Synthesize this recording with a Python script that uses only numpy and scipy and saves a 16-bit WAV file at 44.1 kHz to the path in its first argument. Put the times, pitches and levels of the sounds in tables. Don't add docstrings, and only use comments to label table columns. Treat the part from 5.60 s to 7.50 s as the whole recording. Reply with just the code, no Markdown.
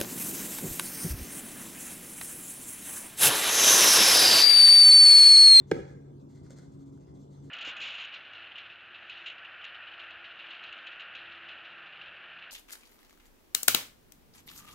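import sys
import numpy as np
from scipy import signal
from scipy.fft import rfft, irfft
from scipy.io import wavfile
from scipy.ndimage import uniform_filter1d

SR = 44100
rng = np.random.default_rng(int(sys.argv[2]) if len(sys.argv) > 2 else 0)


def transcribe(signal):
    frames = np.atleast_2d(signal).T
    limited = np.clip(frames, -1, 1)
    pcm = np.round(limited * 32767).astype(np.int16)
    wavfile.write(sys.argv[1], SR, pcm)


def boost(x):
    u = np.asarray(x, float) / 20
    return 10 ** u


N = 83790

# frequency [Hz], density [dB per Hz].
AIR_COLOUR = [(25, -42), (55, -14), (120, -5.5), (200, -4.5), (240, -10.5), (375, -7.5), (480, -18.5),
              (1000, -26.5), (2000, -58)]
# frequency [Hz], density [dB per Hz].
HISS_COLOUR = [(400, -22), (700, -19), (1200, -4), (1900, -18), (2900, -18), (4400, -18), (7000, -16),
               (14500, -31)]
# frequency [Hz], likeness [0-1].
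AIR_LIKENESS = [(60, 1), (130, 0.81), (290, 0.95), (630, 0.89), (1370, 0.34), (2990, 0.19), (6530, 0.033),
                (14300, 0.13)]
# frequency [Hz], level [dB], waver [dB], left over right [dB].
COMPRESSOR_TONES = [(140.4, -52.5, 2.13, 1)]
# time [s], level [dB].
OVERTONE_LEVEL = [(0.0, -55), (0.074, -80), (0.12, -66), (0.164, -40), (0.29, -87), (0.344, -52.5),
                  (.45, -55), (0.592, -77), (0.624, -53.5), (.8, -57.5), (.97, -54.5), (1.1, -56.5),
                  (1.248, -45), (1.38, -53), (1.486, -64.5), (1.582, -53), (1.8, -64), (1.862, -55)]
# frequency [Hz], time to fall 60 dB [s].
KITCHEN_DECAY = [(60, 0.95), (150, 0.49), (375, 0.57), (900, 0.58), (1650, 0.65), (3000, 0.59),
                 (6000, 0.58), (12000, 0.18)]
# frequency [Hz], gain [dB].
KITCHEN_COLOUR = [(60, 21), (150, 6.5), (375, -4), (800, 4), (1650, -6), (3000, -1), (6000, -7.5),
                  (12000, 1)]
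# start [s], length [s], level [dB], dullness [0-1].
STROKES = [(0.07, 0.15, -66, 0.6), (0.121, 0.15, -64.5, 1), (0.265, 0.081, -66, 0.95),
           (0.596, 0.044, -76.5, 0.05), (0.686, 0.082, -70.5, 0.43), (0.747, 0.072, -69, 0.92),
           (0.83, 0.072, -68, 0.73), (0.897, 0.051, -62, 0.56), (0.96, 0.057, -61.5, 0.9),
           (1.013, 0.062, -67, 0.75), (1.115, 0.057, -71.5, 0.26), (1.187, 0.058, -71.5, 0.26),
           (1.255, 0.06, -74, 0), (1.319, 0.078, -74, 0.3), (1.397, 0.063, -74.5, 0.54),
           (1.467, 0.064, -74.5, 0.9), (1.544, 0.046, -71.5, 0.26), (1.588, 0.088, -73, 0.01),
           (1.702, 0.11, -71, 0.52), (1.822, 0.094, -70, 0.56)]
# frequency [Hz], density [dB per Hz].
BRIGHT_COLOUR = [(500, -29.5), (1500, -19.5), (2800, -7.5), (4200, -7.5), (6500, -2.5), (8000, -4.5),
                 (11000, -10), (14500, -17)]
# frequency [Hz], density [dB per Hz].
DULL_COLOUR = [(400, -29), (900, -8), (1500, 11), (2200, -7), (2900, -17), (4500, -10.5), (8000, -13),
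               (14500, -25.5)]
# frequency [Hz], width [Hz], gain [dB].
SHAKER_MODES = [(1550, 260, -10.5), (2075, 75, 9.5), (2550, 110, -5.5), (3420, 200, 7), (4235, 370, 7),
                (6350, 410, 6.5), (7440, 188, 5.5)]
TICK_STARTS = [.1655, .7035, .7713, .8342, .865, .9027, .9062, .9225, .932, .968, .9752, .986, .989, .995,
               1.032, 1.119, 1.376, 1.5406, 1.6034, 1.6917, 1.735, 1.8284, 1.856]
# level [dB], low part [dB].
TICK_LEVELS = [(-51, -15.5), (-71, -4), (-68, -8), (-74, -6), (-59.5, 5), (-55, -9), (-43, -8), (-57, -11),
               (-53, -10), (-58, -12), (-56, -13), (-47, -6.5), (-57.5, 6), (-56, -10), (-61.5, 3),
               (-74, -7), (-63, 1.5), (-66, -8), (-65, -16), (-74, -12), (-67, -10), (-70, -11), (-64, -12)]
# frequency [Hz], density [dB per Hz].
SNAP_COLOUR = [(1500, -39), (2850, -29), (3400, -4), (4500, -2), (6500, 4.5), (9000, 2.5), (12000, -17),
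               (14500, -14.5)]
# frequency [Hz], width [Hz], level [dB].
DRAG_MODES = [(926, 192, -75), (2050, 330, -74.5), (3570, 133, -74.5), (4250, 390, -79)]
# time [s], mode frequency [Hz], level [dB].
ROCKING = [(0.129, 349, -35.5), (0.14, 343, -35), (0.144, 2480, -54), (.151, 407, -46), (.153, 2050, -47),
           (0.167, 1295, -50), (.172, 337, -42), (.182, 1700, -57), (.186, 496, -38.5), (0.203, 170, -37),
           (0.205, 384, -44), (0.221, 1600, -71), (0.243, 1480, -67), (0.259, 492, -49.5),
           (0.278, 1650, -59), (0.297, 1696, -56.5)]
# frequency [Hz], level [dB], time to peak [s], sag of pitch [per s].
BOWL_MODES = [(170.6, -15, 0.0065, 1.4), (641, 2.5, 0.0048, 76), (792, -18, 0.0055, 0.69),
              (846, -12.5, 0.0032, 1.1), (1292, -19.5, 0.0032, 1.3), (1628, -10, 0.0035, 0.37),
              (1930, -23.5, .004, 0.98), (2120, -21.5, 0.0051, 1.1), (2294, -26, 0.0067, 0.87),
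              (2425, -20.5, 0.0028, 0.37)]
# frequency [Hz], level [dB].
RIM_MODES = [(2900, -35), (3330, -33.5), (3610, -40), (4110, -36), (5020, -41), (5640, -42.5), (6590, -41),
             (7840, -56)]
# frequency [Hz], density [dB per Hz].
CRACK_COLOUR = [(2750, -39), (3250, -9), (5500, 12.5), (8500, -9), (10400, 9), (12000, -10.5), (16000, -5)]
# frequency [Hz], left over right [dB].
KNOCK_SIDE = [(60, -7), (200, 6), (400, -6), (800, 8), (1600, -2.5), (4000, 2), (8000, -14), (14000, -3)]
# frequency [Hz], gain [dB].
MIC_RESPONSE = [(28, -11), (50, 0.5), (9400, -3), (9800, -30.5), (10900, -28), (11400, -5), (13600, -5),
                (15000, -19)]

AIR_LAG_S = -0.00054
GRAIN_SHARED = .6


def evened(x):
    return x / np.sqrt(np.mean(x ** 2) + 1e-20)


def read(points, hz):
    f, value = np.transpose(points)
    return np.interp(np.log(hz + 1), np.log(f + 1), value)


def shaped(x, gain):
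    spectrum = rfft(x, 2 * N) * gain(np.fft.rfftfreq(2 * N, 1 / SR))
    return irfft(spectrum, 2 * N)[..., :N]


def resonance(f, hz, width):
    return 1 / (1 + ((f - hz) / width) ** 2)


def slow(t, top_hz):
    rates = np.geomspace(.4, top_hz, num=20)
    return evened(sum(np.sin(2 * np.pi * (f * t + rng.random())) / np.sqrt(f) for f in rates))


def clumped(x, db):
    z = signal.stft(x, nperseg=256)[2]
    patches = uniform_filter1d(rng.standard_normal(z.shape[1:]), size=4, axis=0)
    patches = uniform_filter1d(patches, size=7, axis=1)
    return signal.istft(z * boost(db * evened(patches)), nperseg=256)[1][:, :N]


def paired(z, a, hz):
    same = np.clip(read(AIR_LIKENESS, hz), 0, 1)[:, None]
    lag = np.exp(-2j * np.pi * hz * AIR_LAG_S)[:, None]
    return np.array([same * z * lag + np.sqrt(1 - same ** 2) * a, z])


def room_air(colour, db, patchy_db):
    frames, hz = N // 256 + 5, np.fft.rfftfreq(1024, 1 / SR)
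    a, b, c, d, patches = rng.standard_normal((frames, 513, 5)).T
    patches = uniform_filter1d(patches, size=10, axis=0)
    patches = evened(uniform_filter1d(patches, size=12, axis=1))
    level = boost(read(colour, hz)[:, None] + patchy_db * patches)
    z = paired(a + 1j * b, c + 1j * d, hz) * level
    return boost(db) * evened(signal.istft(z, nperseg=1024, noverlap=768)[1][:, :N])


def fridge():
    overtone_hz, overtone_waver_db = 276, 1.5
    whine_hz, whine_width_hz, whine_db, whine_core = 3485, 70, -90, .9
    t = np.arange(N) / SR
    out = np.zeros((2, N))
    for hz, db, waver_db, pan_db in COMPRESSOR_TONES:
        level = np.sqrt(2) * boost(db + waver_db * slow(t, 16))
        tone = level * np.sin(2 * np.pi * (hz * t + 0.11 * slow(t, 2.3) + rng.random()))
        out += tone * boost(np.array([[pan_db], [-pan_db]]) / 2)

    overtone_db = np.interp(t, *np.transpose(OVERTONE_LEVEL)) + overtone_waver_db * slow(t, 40)
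    arrival = t - np.array([[AIR_LAG_S], [0]])
    out += np.sqrt(2) * boost(overtone_db) * np.sin(2 * np.pi * overtone_hz * arrival)

    fuzz = shaped(rng.standard_normal((2, N)), lambda f: resonance(f, whine_hz, whine_width_hz) ** 2)
    core = whine_core * np.sin(2 * np.pi * whine_hz * t + slow(t, 25))
    return out + boost(whine_db + 1.9 * slow(t, 60)) * (evened(fuzz) + core)


def kitchen(x):
    taps = np.zeros((2, SR))
    at = np.arange(300, SR - 20, 20) + rng.integers(0, 20, (2, (SR - 301) // 20))
    np.put_along_axis(taps, at, rng.choice([-1., 1.], at.shape), 1)
    hz, t, z = signal.stft(taps, SR, nperseg=512)
    decay = boost(-60 * t / read(KITCHEN_DECAY, hz)[:, None])
    tail = signal.istft(paired(*z, hz) * decay, SR, nperseg=512)[1]
    return signal.fftconvolve(x, tail / np.linalg.norm(tail[0]), axes=1)[:, :N]


def shaker(f):
    return boost(sum(db * resonance(f, hz, width) for hz, width, db in SHAKER_MODES))


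def strokes():
    grains_per_s, spread_db, spread_cap = 5000, 2.6, 2.6
    rise, flatness = .6, .7
    t = np.arange(N) / SR
    weight = boost(spread_db * np.minimum(rng.exponential(1, (2, N)), spread_cap))
    falls = rng.random((2, N)) < grains_per_s / SR
    grains = weight * falls * rng.choice([-1., 1.], (2, N))
    grains = clumped(grains + GRAIN_SHARED * grains[::-1], 1.8)
    bright = evened(shaped(grains, lambda f: shaker(f) * boost(read(BRIGHT_COLOUR, f))))
    dull = evened(shaped(grains, lambda f: shaker(f) * boost(read(DULL_COLOUR, f))))

    out = np.zeros((2, N))
    for start, length, db, dullness in STROKES:
        mix = np.clip(dullness, 0, 1)
        progress = np.clip((t - start) / length, 0, 1)
        swell = np.sin(np.pi * progress ** rise).clip(0) ** flatness
        out += boost(db) * swell * ((1 - mix) * bright + mix * dull)
    return out


def shaker_ticks():
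    snap_s, low_hz, edge_gain = .0014, 1500, .8
    t = np.arange(N) / SR
    noise = rng.standard_normal((2, N))
    high = evened(shaped(noise + GRAIN_SHARED * noise[::-1], lambda f: boost(read(SNAP_COLOUR, f))))
    ticks = np.zeros((2, N))
    for start, (db, low_db) in zip(TICK_STARTS, TICK_LEVELS):
        u = np.maximum(t - start, 0)
        snap = (t > start) * np.exp(-u / snap_s) * high
        snap = snap / abs(snap).max()
        body = boost(-1) * np.exp(-u / 0.0036) * np.sin(2 * np.pi * 520 * u)
        low = boost(low_db) * np.exp(-u / 0.002) * np.sin(2 * np.pi * low_hz * u)
        ticks += boost(db) * (t > start) * (snap + body + low)

    edges = np.zeros(N)
    at = np.round(np.array(TICK_STARTS) * SR).astype(int) + 8
    edges[at] = boost(np.array(TICK_LEVELS)[:, 0])
    loudest_db = np.max(SNAP_COLOUR, 0)[1]
    return ticks + edge_gain * shaped(edges, lambda f: boost(read(SNAP_COLOUR, f) - loudest_db))


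def seasoning():
    falling, ticks = strokes(), shaker_ticks()
    return falling + ticks + kitchen(boost(-7) * falling + boost(-8) * ticks)


def drag():
    fade_s = 0.079
    t = np.arange(N) / SR
    noise = rng.standard_normal((2, N))
    scrape = sum(boost(db) * evened(shaped(noise, lambda f: resonance(f, hz, width)))
                 for hz, width, db in DRAG_MODES)
    return scrape * np.clip(1.3 - t / fade_s, 0, 1)


def rattles():
    t = np.arange(N) / SR
    out = np.zeros(N)
    for start, hz, db in ROCKING:
        cycles = np.minimum(5.5, hz * 0.007)
        u = np.maximum(t - start, 0) * hz / cycles
        out += boost(db) * u * np.exp(1 - u) * np.sin(2 * np.pi * hz * (t - start))
    return out


def knock():
    knock_s, knock_db, kitchen_db = .1133, -14.5, -7.5
    crack_db, crack_s, crack_late_s, rim_s = -37.5, 0.0043, .0008, 0.0035
    lag_s = -0.000068
    t = np.maximum(np.arange(N) / SR - knock_s, 0)
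    body = np.zeros(N)
    for hz, db, peak_s, sag in BOWL_MODES:
        swell = (t / peak_s * np.exp(1 - t / peak_s)) ** 3.0
        body += boost(db) * swell * np.cos(2 * np.pi * hz * (1 - np.exp(-sag * t)) / sag)
    body = shaped(body * boost(knock_db), lambda f: boost(-18 * resonance(f, 660, 50)))

    crack = evened(shaped(rng.standard_normal(N), lambda f: boost(read(CRACK_COLOUR, f)) * (f > 2000)))
    crack = boost(crack_db) * crack * (t > crack_late_s) * np.exp(-t / crack_s)
    u = np.maximum(t - crack_late_s, 0)
    rim = sum(boost(db) * np.sin(2 * np.pi * hz * u) for hz, db in RIM_MODES) * np.exp(-u / rim_s)

    side = np.array([[.5], [-.5]])

    def placed(f):
        lag = np.exp(-2j * np.pi * np.minimum(f, 3500) * side * lag_s)
        return boost(side * read(KNOCK_SIDE, f)) * lag

    direct = shaped(body + crack + rim, placed)
    sent = body + boost(6) * crack + boost(-3.5) * rim
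    sent = shaped(sent, lambda f: boost(read(KITCHEN_COLOUR, f)))
    return direct + boost(kitchen_db) * clumped(kitchen(sent[None]), 1.5)


def scene():
    air = room_air(AIR_COLOUR, -51.5, patchy_db=1.5)
    hiss = room_air(HISS_COLOUR, -74.5, patchy_db=5.0)
    return air + hiss + fridge() + seasoning() + drag() + rattles() + knock()


def low_pass(x):
    return signal.sosfilt(signal.butter(12, 14870, fs=SR, output="sos"), x)


def record(dry):
    mix = shaped(dry, lambda f: boost(read(MIC_RESPONSE, f)))
    return low_pass(mix)


dry = scene()
out = record(dry)
transcribe(out)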